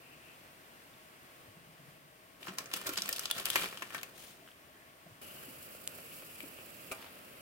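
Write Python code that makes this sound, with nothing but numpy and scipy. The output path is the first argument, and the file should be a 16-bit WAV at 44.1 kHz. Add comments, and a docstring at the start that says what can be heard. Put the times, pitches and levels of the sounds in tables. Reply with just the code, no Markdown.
"""Noodle packet and stove knob

A small kitchen, a stereo phone close to the worktop. A hand squeezes an opened packet of dry instant
noodles: creases in the plastic snap over a rustle of tiny buckles and crumbs, the block knocks on the
worktop, and the soup sachet slides out. A faint background hiss sets in on the right. Then the hand
takes hold of a stove knob and turns it with a click that rings its steel panel."""
import sys
import numpy as np
from scipy import signal
from scipy.fft import rfft, irfft, next_fast_len
from scipy.io import wavfile
from scipy.ndimage import uniform_filter1d

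SR = 44100
rng = np.random.default_rng(int(sys.argv[2]) if len(sys.argv) > 2 else 0)


def put_to_file(sound):
    """Save the sound as 16-bit audio at rate SR, in the file named by the first command-line argument."""
    columns = np.atleast_2d(sound).T  # one column per channel
    safe = np.clip(columns, -1, 1)
    whole_steps = np.round(safe * 32767)
    wavfile.write(sys.argv[1], SR, whole_steps.astype(np.int16))


N = 326945
TIME = np.arange(N) / SR
TOP_HZ = 15900  # the phone's upper limit
HAND_IN_S, HAND_OUT_S = 2.42, 4.094  # the hand is in the packet

# Snaps of the packet, levels over the first 10 ms, the facet against its own band:
# start_s, noodle_crack_db, film_db, fizz_db, decay_s, ring_hz, facet_db
CREASE_SNAPS = [(2.429, -52.5, -51.5, -74, .004, 3550, 6), (2.4694, -45.5, -54, -57, 0.011, 1290, 3),
                (2.4807, -44, -47.5, -68, 0.013, 1400, -12), (2.5841, -44.5, -36.5, -41.5, 0.0042, 5750, 3),
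                (2.658, -59, -50.5, -61, 0.0051, 6300, 3), (2.714, -48.5, -51, -60, 0.0095, 3570, -2),
                (2.7328, -61, -45, -54, 0.0048, 3400, 3), (2.7371, -43.5, -34, -38, 0.0045, 2900, -2),
                (2.7635, -48, -47, -42.5, 0.0093, 8630, 0), (2.8137, -47, -50, -50, 0.0048, 8890, 0),
                (2.866, -50, -48, -36, 0.0084, 4250, -6), (2.869, -47, -38.5, -49, 0.0068, 3420, -13),
                (2.891, -41.5, -42.5, -40, .006, 1380, 4), (2.9343, -49, -50, -45, 0.0066, 12530, 0),
                (2.972, -43.5, -39, -52, 0.0032, 3040, -3), (2.9756, -41.5, -34, -46, 0.0062, 4800, -3),
                (2.9851, -43, -37, -55, 0.0043, 3600, -1), (3.0198, -49, -33.5, -46, 0.0024, 5550, 0),
                (3.058, -46.5, -45, -55, 0.0024, 6960, -2), (3.079, -46, -50, -52, 0.0026, 2520, 8),
                (3.0903, -40.5, -41, -32, 0.0027, 1750, 9), (3.1272, -54, -37, -37, 0.0046, 4950, 9),
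                (3.1616, -64, -44, -45, 0.009, 8760, 0), (3.183, -51, -47, -53, 0.0016, 4500, 2.5),
                (3.1933, -47.5, -39, -38, .0034, 5800, 8), (3.2557, -45, -35, -47, 0.0033, 3350, -14),
                (3.3001, -43, -43, -51, 0.0086, 3400, -5), (3.3113, -42, -31, -35.5, 0.0026, 3410, 8),
                (3.3807, -44, -42.5, -48, 0.0085, 2400, -16), (3.3977, -57, -45.5, -43, .004, 3210, -2),
                (3.4555, -44.5, -35.5, -33.5, 0.0016, 3020, -7), (3.4628, -42.5, -42, -49, 0.021, 2900, 7),
                (3.5013, -45.5, -34.5, -33.5, 0.0037, 3070, 8), (3.532, -47, -43, -52, 0.0045, 3540, 6),
                (3.538, -52, -46, -52, .003, 3800, 8), (3.5567, -26, -32, -31.5, 0.0072, 2310, -7),
                (3.6416, -39.5, -49, -55, 0.0025, 1800, -7), (3.6588, -44, -47, -65, .003, 2200, -2),
                (3.726, -47, -62, -62, 0.0061, 1940, -3), (3.7728, -51.5, -46, -63.5, 0.0052, 2900, 11),
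                (3.821, -41.5, -56, -57, 0.004, 1800, -11), (3.8232, -46, -46.5, -52, 0.0031, 2660, -3),
                (3.828, -46.5, -55, -56, 0.0033, 1900, -3), (3.904, -50.5, -61, -70, .005, 1720, -1.5),
                (3.923, -51.5, -62, -68, .012, 1350, 8), (3.946, -39.5, -46, -48, 0.0049, 1680, 14),
                (3.96, -57, -55, -62, .004, 1450, 0), (3.9805, -51, -48, -74, 0.003, 3240, 9),
                (3.987, -55, -53, -70, .003, 3800, 5), (4.0125, -55, -56, -62, .003, 3700, 0),
                (4.031, -44, -46.5, -44.5, .0046, 2660, 6)]
# A snap's body, crack, film, upper film and fizz: low_hz, high_hz
SNAP_BANDS = [(270, 680), (950, 2800), (2800, 7500), (7500, 11000), (11000, 17000)]
# Where the wrapper gives way: time_s, left_minus_right_db
SNAP_PAN = [(2.5, 2.5), (2.87, -1), (3.1, 0), (3.25, 0), (3.31, 2.5), (3.46, 1.5), (3.56, 3.5), (3.8, 3),
            (4.03, 3)]
# Squeezes of the hand: start_s, held_s, block_db, wrapper_db
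HAND_SQUEEZES = [(2.43, 0.031, -62, -55.5), (2.474, 0.0093, -59, -66), (2.592, 0.018, -50.5, -65),
                 (2.75, 0.021, -47.5, -44.5), (2.82, .03, -59, -54), (2.87, 0.024, -42.5, -47),
                 (2.935, .31, -55.5, -46), (3.365, 0.029, -45.5, -42.5), (3.462, 0.061, -53.5, -42.5),
                 (3.565, 0.068, -41, -38), (3.70, 0.26, -65, -56.5), (3.94, 0.016, -52.5, -53.5)]
# Low body of the rustle: frequency_hz, gain_db
BODY_COLOUR = [(60, -16.5), (130, 0), (190, -2), (310, -1), (540, -0.5), (700, 0.5), (950, -22)]
# Crunch of the noodles: frequency_hz, gain_db
CRUNCH_COLOUR = [(600, -23.5), (860, -9), (1100, 1.5), (1450, 1), (1800, -0.5), (2700, -5), (3600, -11.5)]
# Rustle of the plastic film: frequency_hz, gain_db
FILM_COLOUR = [(1900, -9.5), (3000, 6), (4200, -3), (6500, -5.5), (9000, -4.5), (12500, 1.5), (16000, -16)]
# Air modes inside the bag: pitch_hz, width_hz, gain_db
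BAG_AIR_MODES = [(195, 30, -6.5), (310, 27, -14), (520, 11, -13), (1068, 14, -9), (1380, 45, -6),
                 (1805, 25, 2.5), (2230, 20, -17), (2400, 52, 1), (2970, 42, -11)]
# The noodle block knocks on the worktop: start_s, level_db
BLOCK_KNOCKS = [(2.4702, -46), (2.4835, -39.5), (2.5848, -35.5), (3.5575, -45), (3.8218, -36.5),
                (3.9465, -45), (4.0315, -44.5)]
# The block's hollow ring: pitch_hz, gain_db, t60_s
BLOCK_RING = [(1047, -2.5, 0.038), (1110, -7.5, 0.025), (1680, -10, .07), (1810, -8, .06),
              (2900, -6, 0.044)]
# The sachet slides out in two pulls, then shifts in the fingers: start_s, held_s, level_db
SACHET_SLIDES = [(4.19, 0.054, -52), (4.28, .025, -55.5), (4.485, 0.023, -66)]
# The sachet's swish: frequency_hz, gain_db
SWISH_COLOUR = [(300, -3), (1500, -4), (3000, 2), (4500, -4.5), (7000, -1.5), (12000, -4.5), (16000, -3.5)]
# Small pitched ticks, the later ones from the sachet: start_s, level_db, ring_hz, thud_over_ring_db
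FACET_PINGS = [(0.938, -50, 3550, -15), (4.4764, -45.5, 3050, 7), (4.4876, -46, 3050, 4),
               (4.5154, -44.5, 3200, -18)]
# Fingernails touch the knob, then the detent slips and seats: start_s, level_db, panel_weight_db
KNOB_CONTACTS = [(6.4051, -36.5, -17), (6.9146, -34, -5.5), (6.9187, -37.5, 7.5), (6.9201, -39, -2),
                 (6.9254, -39, -14), (6.926, -44, 4), (7.343, -65, 0)]
# Modes of the steel panel and, above 2 kHz, the knob: pitch_hz, gain_db, t60_s
KNOB_AND_PANEL_MODES = [(290, -26, 0.2), (432, -30, 0.13), (634, -11, 0.064), (1090, -13, 0.063),
                        (1224, -9, 0.041), (1400, -12, 0.037), (2345, 0.5, 0.018), (2520, -5, 0.019),
                        (2770, -4, 0.017), (3000, -16, .025), (4340, -25, 0.02), (7900, -10, 0.018)]
# Soft bumps of hand and phone: start_s, peak_db, pitch_hz
SOFT_BUMPS = [(1.484, -55, 104), (1.569, -53.5, 170), (2.483, -45, 188), (2.484, -43.5, 348),
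              (2.505, -46, 195), (2.738, -45.5, 315), (2.862, -50, 430), (2.887, -43, 574),
              (2.889, -41, 315), (2.913, -46, 278), (2.984, -47.5, 194), (3.055, -51.5, 196),
              (3.113, -47, 520), (5.061, -52.5, 164), (5.064, -51.5, 650), (5.109, -54.5, 114),
              (5.482, -47.5, 240), (6.433, -43.5, 283), (6.908, -44.5, 418)]
# Faint taps of handling: start_s, level_db
GRIP_TAPS = [(5.368, -51), (5.429, -49), (5.747, -48), (5.986, -47.5), (6.222, -48), (6.44, -48),
             (6.587, -50)]
# Dull colour of a tap: frequency_hz, gain_db
GRIP_TAP_COLOUR = [(120, -9), (300, -4), (560, 2), (900, -10), (1270, -3.5), (1800, -10), (2550, -5),
                   (3600, -24), (12000, -32)]
# Lone dry ticks, levels over the first millisecond: start_s, level_db
DRY_TICKS = [(5.8757, -25.5), (6.707, -48)]
# Bright colour of a tick: frequency_hz, gain_db
DRY_TICK_COLOUR = [(300, -20), (1500, -6), (2300, -3), (2900, 4), (5000, -1.5), (6000, 0), (7300, 9),
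                   (8800, -1), (11000, 15.5), (13000, -6), (16000, -7)]
# Faint background hiss that sets in suddenly: frequency_hz, gain_db
HISS_COLOUR = [(30, -23), (87, -0.5), (200, 0.5), (380, -2), (600, 0), (900, -11.5), (1300, -4), (1900, -8),
               (2600, -2.5), (3050, -6.5), (3550, -15), (4900, -14.5), (6100, -17), (7800, -12),
               (9400, -15), (10800, -7), (16000, -10)]
# Lift of the hiss above 4 kHz: time_s, left_db, right_db
HISS_TREBLE_LIFT = [(5.22, 6, 0), (5.65, 4.5, 2.5), (5.95, 5, 3.5), (6.38, 6, 3), (6.56, -1, 1.5),
                    (6.9, 1, 3.5), (7.1, 2, -2), (7.41, 0.5, -5)]
# Room tone of the kitchen: frequency_hz, gain_db
ROOM_TONE_COLOUR = [(25, -24), (59, -10.5), (90, -7.5), (145, -3.5), (215, -7.5), (295, -6), (437, -9.5),
                    (632, -9.5), (850, -11.5), (1100, -11.5), (1400, -10.5), (1900, -9), (2800, -12),
                    (3900, -19.5), (6000, -21), (16000, -19)]
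# Slow drift of the room tone: time_s, gain_db
ROOM_TONE_DRIFT = [(0, 2), (1.5, 1.1), (1.7, -0.1), (5.2, 0), (7.41, 0.4)]
# Narrow drones in the background: start_s, end_s, pitch_hz, width_hz, level_db
FAINT_DRONES = [(-0.07, 0.427, 2620, 330, -65), (1.54, 2.112, 149, 39, -66), (4.72, 4.9, 1830, 260, -64),
                (5.197, 5.52, 2900, 360, -64.5), (5.987, 6.952, 2590, 520, -65)]
# Steady appliance hum: pitch_hz, width_hz, level_db
APPLIANCE_HUM = [(633, 63, -73), (1102, 60, -74.5)]
# How alike the two microphones hear a sound: frequency_hz, coherence (0 to 1)
MIC_COHERENCE = [(60, 0.73), (200, 0.94), (500, 0.89), (1000, 0.39), (2500, 0.27), (8000, 0.13),
                 (16000, 0.51)]
# Left microphone port: frequency_hz, gain_db
LEFT_PORT_COLOUR = [(100, 0), (650, 3), (1100, 0.5), (2300, 1), (3200, 3), (4200, 2), (6300, -0.5),
                    (7700, -5), (9000, 3), (11200, -0.5), (15000, -1)]
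# Right microphone port: frequency_hz, gain_db
RIGHT_PORT_COLOUR = [(100, -1.5), (650, 1), (1200, 2.5), (2300, -2), (3200, -1), (4800, 3), (6000, -1.5),
                     (8100, 2), (9400, -1.5), (11200, -3), (15000, 1)]


def snaps(click_s=0.00037, click_db=1, rise_s=0.00018, ring_db=-6.5, facet_width=0.22):
    """A crease flips with a sharp click; its facet rings briefly and the sheet around it flutters on."""
    out, t = np.zeros((2, N)), TIME[:4096]
    click = undb(click_db) * np.exp(-t / click_s)
    for start_s, crack_db, film_db, fizz_db, decay_s, ring_hz, facet_db in CREASE_SNAPS:
        body_db = crack_db - 16.5 - 4 * np.log2(ring_hz / 3000)  # smaller facet: higher ring, less body
        levels_db = (body_db, crack_db, film_db, (film_db + fizz_db) / 2, fizz_db)
        pan_db = np.interp(start_s, *np.transpose(SNAP_PAN))
        noise = stereo_noise(len(t), lag_s=0.000157) * (1 - np.exp(-t / rise_s))
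        for k, (low_hz, high_hz) in enumerate(SNAP_BANDS):
            flutter_s = decay_s * (0.55 if k == 0 else 1)  # the body dies sooner
            part = band(noise * (click + np.exp(-t / flutter_s)), low_hz, high_hz, order=3)
            if low_hz < ring_hz <= high_hz:
                facet = band_around(part, ring_hz, ring_hz * facet_width, order=1)
                facet = unit(facet) + undb(ring_db) * unit(facet_ring(ring_hz))
                part = unit(part) + undb(facet_db) * unit(facet)
            part /= np.sqrt(np.mean(part[:, :SR // 100] ** 2))
            add(out, start_s, part * undb(levels_db[k]) * pan(pan_db))
    return out


def facet_ring(hz, decay_cycles=26, split=0.058):
    """A flipped facet rings on in two close modes, the upper one weaker."""
    t = TIME[:4096]
    phases = 2 * np.pi * rng.random((2, 2, 1))
    lower = np.sin(2 * np.pi * hz * t + phases[0])
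    upper = np.sin(2 * np.pi * hz * (1 + split) * t + phases[1])
    return (lower + 0.5 * upper) * np.exp(-t * hz / decay_cycles)


def rustle(body_db=-7, handling_db=-62, crinkle_share=0.25, pan_db=-0.5):
    """Fingers grind the noodles and buckle the film: swarms of small cracks that follow the squeeze."""
    block, wrapper = squeezes()
    hand_inside = envelope(HAND_IN_S, HAND_OUT_S - HAND_IN_S, attack_s=0.029, release_s=0.35)
    body = np.hypot(undb(body_db) * block, undb(handling_db) * hand_inside)
    crumbs = buckles(per_s=860, spread_db=4.0, decay_s=0.0026, rub=0.2)
    creases = buckles(per_s=500, spread_db=4.4, decay_s=0.0024, rub=0.3)
    out = crinkles() * wrapper * np.sqrt(crinkle_share)
    film = wrapper * np.sqrt(1 - crinkle_share)  # the rest of the wrapper's power
    layers = (BODY_COLOUR, crumbs, body), (CRUNCH_COLOUR, crumbs, block), (FILM_COLOUR, creases, film)
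    for shape, grains, gain in layers:
        out += unit(colour(stereo_noise(N, lag_s=0.00013) * grains, shape)) * gain
    return out * pan(pan_db)


def squeezes(resting_block_db=-57, resting_wrapper_db=-67.5):
    """Gains of block and wrapper under the hand: its resting weight and its squeezes add in power."""
    resting = (HAND_IN_S, HAND_OUT_S - HAND_IN_S, resting_block_db, resting_wrapper_db)
    block_power, wrapper_power = 0, 0
    for start_s, held_s, block_db, wrapper_db in [resting, *HAND_SQUEEZES]:
        force = envelope(start_s, held_s, attack_s=0.029, release_s=0.04)
        block_power += (force * undb(block_db)) ** 2
        wrapper_power += (force * undb(wrapper_db)) ** 2
    return np.sqrt(block_power), np.sqrt(wrapper_power)


def buckles(per_s, spread_db, decay_s, rub):
    """Envelope of many tiny buckles, mostly small and a few large, over steady rubbing."""
    sizes = undb(spread_db * np.minimum(rng.exponential(size=N), 4))
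    impulses = (rng.random(N) < per_s / SR) * sizes ** 2
    energy = signal.lfilter([1], [1, -np.exp(-2 / (decay_s * SR))], impulses)
    return np.sqrt(energy / energy.mean() + rub)


def crinkles(count=450, low_hz=2200, high_hz=13000, decay_cycles=0.9, width_db=3):
    """Little creases of the film: clicks of a cycle or two, each with its own pitch, size and place."""
    out, t = np.zeros((2, N)), TIME[:256]
    span_s = HAND_OUT_S - HAND_IN_S
    for when, pitch, size, place, phase in rng.random((count, 5)):
        hz = low_hz * (high_hz / low_hz) ** pitch
        offset_cycles = np.array([[phase / 2], [0]])
        click = np.sin(2 * np.pi * (hz * t + offset_cycles)) * np.exp(-t * hz / decay_cycles)
        size_db = min(-np.log(1 - size), 3)
        add(out, HAND_IN_S + when * span_s, undb(size_db) * unit(click) * pan(width_db * (2 * place - 1)))
    return unit(out) * np.sqrt(span_s * SR / N)  # rms 1 while the hand is inside


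def bag(cracks, direct_db=-1):
    """Every crack also rings the air inside the bag."""
    air = sum(undb(db) * band_around(cracks, hz, width_hz, order=1) for hz, width_hz, db in BAG_AIR_MODES)
    return undb(direct_db) * cracks + air


def knocks(rise_s=0.00028, detune_spread=0.008, phase_spread_rad=0.93, pan_db=-3):
    """The dry block tips against the worktop and rings hollow, a little differently each time."""
    out, t = np.zeros((2, N)), TIME[:4096]
    rise = 1 - np.exp(-t / rise_s)
    for start_s, level_db in BLOCK_KNOCKS:
        for hz, mode_db, t60_s in BLOCK_RING:
            detuned_hz = hz * (1 + detune_spread * rng.standard_normal())
            phases = phase_spread_rad * rng.standard_normal((2, 1))
            ring = np.sin(2 * np.pi * detuned_hz * t + phases) * decay(t, t60_s)
            add(out, start_s, undb(level_db + mode_db) * ring * rise)
    return out * pan(pan_db)


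def sachet(flicker_db=1.5, attack_s=0.063, release_s=0.051, pan_db=2):
    """The soup sachet slides out over the wrapper with a soft, even swish."""
    power = sum((undb(level_db) * envelope(start_s, held_s, attack_s, release_s)) ** 2
                for start_s, held_s, level_db in SACHET_SLIDES)
    swish = unit(colour(stereo_noise(N), SWISH_COLOUR))
    return swish * np.sqrt(power) * undb(flicker_db * wander(200)) * pan(pan_db)


def pings(ring_s=0.0014, thud_hz=1550, thud_s=0.00074, rise_s=0.00023):
    """A small stiff facet pops over and rings for a few cycles; the sheet behind gives a lower thud."""
    out, t = np.zeros((2, N)), TIME[:1024]
    rise = 1 - np.exp(-t / rise_s)
    for start_s, level_db, ring_hz, thud_db in FACET_PINGS:
        ring = np.sin(2 * np.pi * ring_hz * t) * np.exp(-t / ring_s)
        thud = undb(thud_db) * np.sin(2 * np.pi * thud_hz * t) * np.exp(-t / thud_s)
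        add(out, start_s, undb(level_db) * (ring + thud) * rise * pan(0))
    return out


def knob(scrape_db=-7, scrape_per_weight=0.79, scrape_s=0.0074, rattle_db=-19, rattle_s=0.033):
    """Each contact rings the knob and the panel behind it, with a short plastic scrape and a rattle."""
    out, t = np.zeros((2, N)), TIME[:8192]
    for start_s, level_db, panel_db in KNOB_CONTACTS:
        scrape = unit(band(stereo_noise(len(t)), 6100, 13000, order=1)) * np.exp(-t / scrape_s)
        rattle = unit(band(stereo_noise(len(t)), 240, 1600)) * np.exp(-t / rattle_s)
        contact = undb(scrape_db + scrape_per_weight * panel_db) * scrape
        contact += undb(rattle_db + panel_db) * rattle
        for hz, mode_db, t60_s in KNOB_AND_PANEL_MODES:
            # higher modes reach the two microphones further out of step
            phases = rng.standard_normal((2, 1)) * min(hz / 1500, 1.5)
            weight_db = panel_db if hz < 2000 else 0
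            contact += undb(mode_db + weight_db) * np.sin(2 * np.pi * hz * t + phases) * decay(t, t60_s)
        add(out, start_s, undb(level_db) * contact)
    return out


def shaft(start_s=6.985, level_db=-55.5):
    """The knob's shaft rubs faintly as it turns."""
    grains = buckles(per_s=710, spread_db=6.5, decay_s=0.004, rub=1.5)
    rub = unit(band(stereo_noise(N) * grains, 240, 3000))
    return undb(level_db) * rub * envelope(start_s, held_s=0.059, attack_s=0.014, release_s=0.11)


def bumps(rise_s=0.0014, decay_cycles=2.1):
    """Handling noise: soft flesh pushes slowly, so only one low resonance answers."""
    out, t = np.zeros((2, N)), TIME[:8192]
    for start_s, peak_db, hz in SOFT_BUMPS:
        shape = (1 - np.exp(-t / rise_s)) ** 2 * np.exp(-t * hz / decay_cycles)
        add(out, start_s, undb(peak_db) * shape / shape.max() * np.sin(2 * np.pi * hz * t) * pan(0))
    return out


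def taps(decay_s=0.0062):
    """Fingers shift their grip: short, dull taps without a ring."""
    out, t = np.zeros((2, N)), TIME[:2048]
    for start_s, level_db in GRIP_TAPS:
        tap = unit(colour(stereo_noise(len(t)), GRIP_TAP_COLOUR)) * np.exp(-t / decay_s)
        add(out, start_s, undb(level_db) * tap)
    return out


def ticks(smear_s=0.00037, lag_s=0.00004, size=1024):
    """Lone dry ticks: each a sharp impulse whose treble arrives a little after its bass."""
    out = np.zeros((2, N))
    hz = np.arange(size // 2 + 1) * SR / size
    phase_delay_s = smear_s * hz / TOP_HZ + np.array([[lag_s], [0]])
    tick = colour(irfft(np.exp(-2j * np.pi * hz * phase_delay_s)), DRY_TICK_COLOUR)
    tick /= np.sqrt(np.mean(tick[:, :SR // 1000] ** 2))
    for start_s, level_db in DRY_TICKS:
        add(out, start_s, undb(level_db) * tick)
    return out


def hiss(start_s=5.213, base_db=-52, sag_db_per_s=0.8, burst_db=2.5, burst_s=0.038, pan_db=-3.5):
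    """A soft, grainy hiss on the right: it overshoots at the start, sinks slowly and dulls at the end."""
    age_s = np.maximum(TIME - start_s, 0)
    air = unit(colour(stereo_noise(N, lag_s=0.000366), HISS_COLOUR))
    treble = signal.sosfiltfilt(signal.butter(4, 4000, "high", fs=SR, output="sos"), air)
    treble_db = curves(HISS_TREBLE_LIFT) + 1.5 * wander(150)  # the treble flickers
    level_db = base_db - sag_db_per_s * age_s + burst_db * np.exp(-age_s / burst_s)
    level_db += 0.8 * wander(15)  # the level wavers
    onset = np.minimum(age_s / 0.003, 1)
    return (air - treble + treble * undb(treble_db)) * onset * undb(level_db) * pan(pan_db)


def room_tone(base_db=-58.5, waver_db=0.5, flicker_db=3.5, fade_s=0.029, lag_s=-0.000354, pan_db=0.5):
    """Quiet kitchen air, a little to the left, with appliance hum and narrow drones that come and go."""
    air = unit(colour(stereo_noise(N, lag_s), ROOM_TONE_COLOUR))
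    out = air * undb(base_db + curves(ROOM_TONE_DRIFT) + waver_db * wander(12))
    for start_s, end_s, hz, width_hz, level_db in FAINT_DRONES:
        fade = np.clip(np.minimum(TIME - start_s, end_s - TIME) / fade_s, 0, 1)
        drone = unit(band_around(stereo_noise(N, lag_s), hz, width_hz))
        out += drone * fade * undb(level_db + flicker_db * wander(70))
    for hz, width_hz, level_db in APPLIANCE_HUM:
        out += undb(level_db) * unit(band_around(stereo_noise(N, lag_s), hz, width_hz))
    return out * pan(pan_db)


def room(direct, wet_db=-13, t60_s=0.21, gap_s=0.004, dull_hz=6000):
    """Worktop, walls and cupboards return a short, duller wash."""
    t = TIME[:SR // 2]
    tail = band(stereo_noise(len(t)), 140, dull_hz, order=1) * decay(t, t60_s) * (t > gap_s)
    tail /= np.sqrt(np.sum(tail ** 2) / 2)
    return direct + undb(wet_db) * signal.fftconvolve(direct, tail, axes=1)[:, :N]


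def stereo_noise(size, lag_s=0):
    """White noise at two microphones; the part that they share reaches the left one lag_s later."""
    fft_size = next_fast_len(size // 2 + 1) * 2
    coherence = on_log_axis(MIC_COHERENCE, fft_size)
    right, unshared = rfft(rng.standard_normal((2, fft_size)))
    delay = np.exp(-2j * np.pi * np.arange(len(right)) * SR / fft_size * lag_s)
    left = coherence * delay * right + np.sqrt(1 - coherence ** 2) * unshared
    return irfft(np.array([left, right]))[:, :size]


def colour(x, points, size=4096):
    """Minimum-phase filter with the given (frequency_hz, gain_db) shape."""
    cepstrum = irfft(np.log(undb(on_log_axis(points, size))))
    cepstrum[1:size // 2] *= 2
    cepstrum[size // 2 + 1:] = 0
    response = irfft(np.exp(rfft(cepstrum)))
    return signal.fftconvolve(x, response[None])[:, :x.shape[1]]


def on_log_axis(points, size):
    """Read (frequency_hz, value) points at the bins of a transform."""
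    hz, value = np.transpose(points)
    return np.interp(np.log(np.arange(size // 2 + 1) * SR / size + 1), np.log(hz), value)


def band(x, low_hz, high_hz, order=2):
    """Causal band-pass between two edges."""
    return signal.sosfilt(signal.butter(order, [low_hz, high_hz], "band", fs=SR, output="sos"), x)


def band_around(x, hz, width_hz, order=2):
    """Causal band-pass around a centre."""
    return band(x, hz - width_hz / 2, hz + width_hz / 2, order)


def envelope(start_s, held_s, attack_s, release_s):
    """Rises to 1 by start_s, holds, then dies away."""
    rise = np.clip(1 + (TIME - start_s) / attack_s, 0, 1)
    return rise * np.exp(-np.maximum(TIME - start_s - held_s, 0) / release_s)


def decay(t, t60_s):
    """Falls by 60 dB in t60_s."""
    return np.exp(-np.log(1000) * t / t60_s)


def wander(rate_hz):
    """Random levels, each held 1 / rate_hz seconds, smoothed twice and scaled to rms 1."""
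    hold = int(SR / rate_hz)
    steps = np.repeat(rng.standard_normal(N // hold + 1), hold)
    return unit(uniform_filter1d(uniform_filter1d(steps, hold), hold)[:N])


def curves(table):
    """The columns of a table, joined by straight lines in time."""
    time_s, *columns = np.transpose(table)
    return np.array([np.interp(TIME, time_s, column) for column in columns])


def undb(db):
    """Decibels to gain."""
    return 10 ** (np.asarray(db) / 20)


def unit(x):
    """Scale to rms 1."""
    return x / np.sqrt(np.mean(x ** 2) + 1e-30)


def pan(db):
    """Channel gains that put the left db above the right."""
    return undb(np.array([[db], [-db]]) / 2)


def add(out, start_s, sound):
    """Mix a sound in at start_s."""
    i = int(start_s * SR)
    out[:, i:i + sound.shape[1]] += sound[:, :N - i]


def scene():
    """Packet, knob and handling sound in the room; sachet, ticks, pings, hiss and room tone stay dry."""
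    close = bag(snaps() + rustle()) + knocks() + knob() + shaft() + bumps() + taps()
    return room(close) + sachet() + ticks() + pings() + room_tone() + hiss()


def record(dry):
    """Each microphone port adds its own colour; the phone cuts the top."""
    heard = np.vstack([colour(dry[:1], LEFT_PORT_COLOUR), colour(dry[1:], RIGHT_PORT_COLOUR)])
    return signal.sosfilt(signal.ellip(10, 0.2, 70, TOP_HZ, fs=SR, output="sos"), heard)


dry = scene()
out = record(dry)
put_to_file(out)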